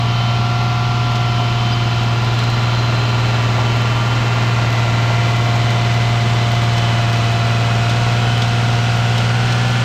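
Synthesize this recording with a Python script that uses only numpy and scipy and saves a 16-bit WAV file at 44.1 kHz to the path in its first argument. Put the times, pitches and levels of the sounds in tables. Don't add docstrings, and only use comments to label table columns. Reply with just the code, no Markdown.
import sys
import numpy as np
from scipy.fft import rfft, irfft, next_fast_len
from scipy.io import wavfile
from scipy.ndimage import map_coordinates

SR = 44100
rng = np.random.default_rng(int(sys.argv[2]) if len(sys.argv) > 2 else 0)


def to_wav(s):
    ch = np.atleast_2d(s).T
    pcm = np.round(np.clip(ch, -1, 1) * 32767)
    wavfile.write(sys.argv[1], SR, pcm.astype(np.int16))


N = 433944

# frequency in Hz, relative level per hertz in dB
CRACK_SPECTRUM = [(1200, -16), (2500, -3), (3300, 6), (5000, -1.5), (8000, -11), (10000, -26), (15000, -48)]
SPLINTER_SPECTRUM = [(5000, -20), (9000, -10), (12500, 0), (15000, -1)]


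def amp(db):
    return 10 ** (np.asarray(db) / 20)


def unit(x):
    return x / np.sqrt(np.mean(x ** 2) + 1e-20)


def curves(rows):
    seconds, *columns = np.transpose(rows)
    return [np.interp(np.arange(N) / SR, seconds, column) for column in columns]


def wobble(rate):
    points = rng.standard_normal(int(N * rate / SR) + 4)
    return map_coordinates(points, [np.arange(N) * rate / SR])


def filtered(x, response):
    size = next_fast_len(N + 8192)
    spectrum = rfft(x, size) * response(np.fft.rfftfreq(size, 1 / SR))
    return irfft(spectrum, size)[:N]


def coloured(x, spectrum):
    f, db = np.transpose(spectrum)

    def gain(hz):
        low_skirt = np.minimum(hz / f[0], 1) ** 2
        high_skirt = np.minimum(f[-1] / (hz + 1), 1) ** 6
        return amp(np.interp(np.log(hz + 1), np.log(f), db)) * low_skirt * high_skirt

    return unit(filtered(x, gain))


def heading():
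    start_deg, turn_deg_per_s = 30, 6
    return start_deg + turn_deg_per_s * np.arange(N) / SR


def by_view(values):
    view_deg = (35, 53.7, 90)
    return np.interp(heading(), view_deg, values)


def beam(facing_deg, width_deg, db):
    edge_db, steepness = 4.5, 3.5
    off = np.abs(heading()[::100] - facing_deg) / width_deg
    level_db = db - np.minimum(edge_db * off ** steepness, 60)
    return np.interp(np.arange(N), np.arange(N)[::100], level_db)


def lobes(table):
    orders = sorted({row["order"] for row in table})
    return [(order, np.max([beam(*row["aim"]) for row in table if row["order"] == order], axis=0))
            for order in orders]


def tone(cycle, order, db, flutter_db, flutter_rate, drift):
    phase = 2 * np.pi * (order * cycle + rng.random()) + drift * wobble(flutter_rate)
    return np.sqrt(2) * amp(db + flutter_db * wobble(flutter_rate)) * np.sin(phase)


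def exhaust(cycle, lope=0.19, sway=0.002):
    # time in seconds, level in dB
    firing_level = [(0.1, -16.5), (0.66, -17), (3.49, -16), (4.08, -16.5), (5.47, -15.5), (9.75, -16)]
    # level in dB from front, corner and side, before flutter
    upper_level = (-37.5, -37, -30.5)
    hum_orders, hum_db = (2, 3, 4, 11, 13, 21, 39), [-42, -45.5, -36.5, -47, -44.5, -45.5, -41.5]
    fan_orders, fan_db = (1.785, 3.57, 7.15, 10.72), [-40, -45, -45, -36.5]

    firing_db = curves(firing_level)[0]
    upper_db = by_view(upper_level)
    beat = np.cos(2 * np.pi * cycle)
    drone = tone(cycle + sway * beat, order=6, db=firing_db, flutter_db=0.17, flutter_rate=6, drift=0.01)
    drone *= 1 + lope * beat
    drone += tone(cycle, order=9, db=upper_db, flutter_db=0.5, flutter_rate=2.2, drift=0.1)
    drone += tone(cycle, order=12, db=upper_db - 3, flutter_db=0, flutter_rate=4, drift=0.1)
    hum = sum(tone(cycle, order, db, flutter_db=1, flutter_rate=1.95, drift=0.071)
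              for order, db in zip(hum_orders, hum_db))
    fan = sum(tone(cycle, order, db, flutter_db=1.3, flutter_rate=3, drift=0.29)
              for order, db in zip(fan_orders, fan_db))
    return drone + hum + fan


def repeating(cycle, size=2250, count=7):
    where = cycle % 1 * size
    place = np.linspace(0, count - 1, N)
    out = np.zeros(N)
    for k in range(count):
        near = np.abs(place - k) < 1
        pattern = map_coordinates(rng.standard_normal(size), [where[near]], mode="grid-wrap")
        out[near] += np.cos(np.pi / 2 * (place[near] - k)) * pattern
    return unit(out)


def clatter(cycle, locked=0.42, locked_hz=3800, firing_db=0.3, lope_db=0.4, knock_db=0.83):
    # frequency in Hz, relative level per hertz in dB
    front = [(60, -1), (150, 0), (260, -1), (480, -7.5), (750, -1.5), (1080, -1.5), (1420, -5.5),
             (1700, -10.5), (2650, -6.5), (4100, -10), (5600, -17.5), (7200, -25.5), (8800, -39),
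             (10300, -47)]
    corner = [(60, -5), (150, 0.5), (260, 1), (480, -3), (750, 0.5), (1080, -1.5), (1420, -5), (1700, -4.5),
              (2650, -6), (4100, -10), (5600, -17), (7200, -20.5), (8800, -33.5), (10300, -56)]
    side_on = [(60, -8), (150, -1.5), (260, -4), (480, 0.2), (750, -1), (1080, -1.5), (1420, -0.5),
               (1700, -5.5), (2650, -2.5), (4100, -9.5), (5600, -13), (7200, -19), (8800, -25),
               (10300, -38.5)]
    # level in dB from front, corner and side
    clatter_level = (-24.5, -23, -23)

    def share(hz):
        return locked / (1 + (hz / locked_hz) ** 4) * hz ** 2 / (hz ** 2 + 350 ** 2)

    source = filtered(repeating(cycle), lambda hz: np.sqrt(share(hz)))
    source += filtered(rng.standard_normal(N), lambda hz: np.sqrt(1 - share(hz)))
    strokes = map_coordinates(rng.standard_normal(40), [cycle % 1 * 40], mode="grid-wrap")
    pulse_db = firing_db * np.cos(2 * np.pi * 6 * cycle)
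    pulse_db += lope_db * np.cos(2 * np.pi * cycle)
    pulse_db += knock_db * strokes + 0.22 * wobble(14)
    source *= amp(pulse_db)
    turning = sum(by_view(seen) * coloured(source, colour)
                  for seen, colour in zip(np.eye(3), (front, corner, side_on)))
    return amp(by_view(clatter_level)) * unit(turning)


def whine(cycle, gear_swell_db=1.2):
    # (facing in degrees, half width in degrees,
    # level in dB before flutter)
    pump_beams = [ dict(order=36, aim=(34.3, 7.6, -30)), dict(order=36, aim=(50, 8, -36)),
                  dict(order=36, aim=(71, 14, -29.5)), dict(order=69, aim=(35.1, 4, -30)),
                  dict(order=69, aim=(75.5, 3.1, -37.5)), dict(order=69, aim=(88, 2, -36.5))]
    # (facing in degrees, half width in degrees,
    # level in dB before swell and flutter)
    gear_beams = [ dict(order=104, aim=(66, 11.5, -38)), dict(order=156, aim=(30.5, 1.9, -34)),
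                  dict(order=156, aim=(40, 2.7, -34)), dict(order=156, aim=(51, 6.7, -35.5)),
                  dict(order=156, aim=(66.5, 8, -35)), dict(order=156, aim=(80.3, 1.1, -34.5)),
                  dict(order=208, aim=(47.2, 3, -36.5)), dict(order=208, aim=(69, 21, -42))]
    # (facing in degrees, half width in degrees,
    # level in dB before throb and flutter)
    throb_beam = dict(order=71, aim=(52, 12.5, -32.5))
    throb_spill_db, gear_spill_db = -42, -45.5
    throb_depth = 0.72

    pumps = sum(tone(cycle, order, db, flutter_db=0.3, flutter_rate=11, drift=0.19)
                for order, db in lobes(pump_beams))
    throb_db = np.maximum(beam(*throb_beam["aim"]), throb_spill_db)
    throbbing = tone(cycle, throb_beam["order"], throb_db, flutter_db=0.8, flutter_rate=11, drift=0.17)
    throbbing *= 1 + throb_depth * np.cos(2 * np.pi * cycle)
    gears = np.zeros(N)
    for order, db in lobes(gear_beams):
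        level_db = np.maximum(db, gear_spill_db) + gear_swell_db * wobble(4)
        gears += tone(cycle, order, level_db, flutter_db=1.8, flutter_rate=38, drift=0.29)
    return pumps + throbbing + gears


def panels(cycle):
    # (facing in degrees, half width in degrees,
    # level in dB before flutter)
    loud_panels = [ dict(order=18, aim=(56, 25.6, -38.5)), dict(order=30, aim=(69, 11, -40)),
                   dict(order=39, aim=(87, 7, -37)), dict(order=48, aim=(57, 6.7, -37)),
                   dict(order=51, aim=(38.5, 11, -40)), dict(order=57, aim=(69, 10, -38)),
                   dict(order=58, aim=(31.5, 7.5, -37.5)), dict(order=60, aim=(51, 7.2, -35.5)),
                   dict(order=60, aim=(90, 2.5, -39)), dict(order=68, aim=(80.7, 6.5, -38.5)),
                   dict(order=72, aim=(77, 14, -41)), dict(order=75, aim=(84, 15, -37)),
                   dict(order=87, aim=(88, 1.7, -36)), dict(order=120, aim=(63, 4.1, -41)),
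                   dict(order=131, aim=(76, 5, -37.5)), dict(order=132, aim=(40, 12, -42.5)),
                   dict(order=138, aim=(53, 6.3, -43.5)), dict(order=162, aim=(88.5, 2, -42)),
                   dict(order=171, aim=(40, 9, -45.5)), dict(order=180, aim=(66, 5.5, -43)),
                   dict(order=260, aim=(41, 7.4, -49))]
    small_orders = range(33, 175, 3)
    small_db, small_db_per_octave, small_width_deg = -44.5, -2, 9.1

    facings = rng.uniform(heading().min(), heading().max(), len(small_orders))
    small_panels = []
    for order, facing in zip(small_orders, facings):
        level_db = small_db + small_db_per_octave * np.log2(order / small_orders[0])
        small_panels.append(dict(order=order, aim=(facing, small_width_deg, level_db)))
    shake, drift = amp(1.36 * wobble(14)), 0.28 * wobble(12)
    out = np.zeros(N)
    for panel in loud_panels + small_panels:
        db = beam(*panel["aim"])
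        on = np.flatnonzero(db > -70)
        own = (on + rng.integers(N)) % N
        phase = 2 * np.pi * (panel["order"] * cycle[on] + rng.random()) + drift[own]
        out[on] += amp(db[on]) * shake[own] * np.sin(phase)
    return np.sqrt(2) * out


def bursts(times, levels_db, t60, attack):
    out = np.zeros(N + SR)
    t = np.arange(SR // 4) / SR
    for start, db in zip(times, levels_db):
        blow = amp(db - 60 * t / t60) * (1 - np.exp(-t / attack))
        out[round(start * SR):][:len(t)] += blow
    return out[:N]


def brush():
    # start in seconds, strength in dB (each layer below shifts it), thickness from 0 to 1
    twigs = [(1.1544, -26, 0), (2.0338, -27, .1), (2.2441, -27, 0), (2.3875, -22, 0.1), (2.4373, -26, 0),
             (2.4994, -25, 0), (5.7033, -24, .1), (6.5495, -27, 0), (6.7774, -21, 0.2), (7.1277, -22, .2),
             (7.896, -20, 0.5), (8.4194, -19, .8), (9.1791, -20, .1), (9.5219, -20.5, 0.4)]
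    # start in seconds, level in dB
    knock_rows = [(1.39, -22), (3.58, -17), (5.10, -22), (5.135, -26), (5.755, -23)]
    # frequency in Hz, relative level per hertz in dB
    trunk_spectrum = [(100, -25), (250, -4), (500, -4), (950, 2), (1500, -14), (4000, -32)]
    limb_spectrum = [(1500, -25), (2700, -8), (3300, 3), (4100, -7), (6000, -16), (9000, -37)]
    splinter_rel_db, thick_dulls_db = -19, 6
    split_rel_db, second_split_s, second_split_db = -0.5, 0.01, -7

    start, strength_db, thickness = np.transpose(twigs)
    cracks = bursts(start, strength_db - 2.5, t60=0.079, attack=0.00056)
    cracks *= coloured(rng.standard_normal(N), CRACK_SPECTRUM)

    splinter_db = strength_db + splinter_rel_db - thick_dulls_db * thickness
    splinters = bursts(start, splinter_db, t60=0.035, attack=0.0005)
    splinters *= coloured(rng.standard_normal(N), SPLINTER_SPECTRUM)

    split_db = strength_db + split_rel_db + 20 * np.log10(thickness + 1e-6)
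    split_times = np.r_[start, start + second_split_s]
    split_levels_db = np.r_[split_db, split_db + second_split_db]
    splits = bursts(split_times, split_levels_db, t60=0.061, attack=0.001)
    splits *= coloured(rng.standard_normal(N), limb_spectrum)

    when, strength = rng.random((130, 2)).T
    crackle = bursts(np.sqrt(when) * N / SR, 12 * strength ** 2, t60=0.022, attack=0.0003)
    crackle_noise = amp(-39) * coloured(rng.standard_normal(N), CRACK_SPECTRUM)
    crackle_noise += amp(-54) * coloured(rng.standard_normal(N), SPLINTER_SPECTRUM)
    crackle *= crackle_noise

    knocks = bursts(*np.transpose(knock_rows), t60=0.1, attack=0.002)
    knocks *= coloured(rng.standard_normal(N), trunk_spectrum)
    return cracks + splinters + splits + crackle + knocks


def track_squeak():
    loudest_s, half_length_s, peak_db = 1.733, 0.014, -26.5
    start_hz, sag_hz_per_s = 4950, 24000
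    t = np.arange(N) / SR - loudest_s
    hz = start_hz - sag_hz_per_s * np.maximum(t, 0)
    hz *= 1 + 0.013 * wobble(400)
    envelope = np.exp(-(t / half_length_s) ** 2)
    return amp(peak_db) * envelope * np.sin(2 * np.pi * np.cumsum(hz) / SR)


def hiss():
    # level in dB from front, corner and side
    hiss_level = (-57, -54.5, -55)
    spectrum = [(6000, -2), (10300, -3.5), (11800, 1), (15300, 0)]  # Hz, relative dB per hertz
    return amp(by_view(hiss_level)) * coloured(rng.standard_normal(N), spectrum)


def scene():
    # time in seconds, firings a second
    speed = [(0.0, 117.74), (0.7, 119.22), (1.15, 119.04), (1.4, 117.98), (1.7, 118.24), (1.95, 117.36),
             (3.0, 117.96), (3.52, 116.52), (4.1, 117.77), (4.5, 117.26), (4.68, 116.29), (5.0, 116.33),
             (5.15, 116.94), (6.5, 117.08), (7.3, 115.59), (7.85, 116.12), (8.0, 117.23), (9.25, 117.03),
             (9.45, 119.27), (9.84, 119.88)]
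    cycle = np.cumsum(curves(speed)[0]) / SR / 6
    machine = exhaust(cycle) + clatter(cycle) + whine(cycle) + panels(cycle)
    return (machine + brush() + track_squeak() + hiss())[None]


def record(dry):
    return filtered(dry[0], lambda hz: hz < 15300)[None]


dry = scene()
out = record(dry)
to_wav(out)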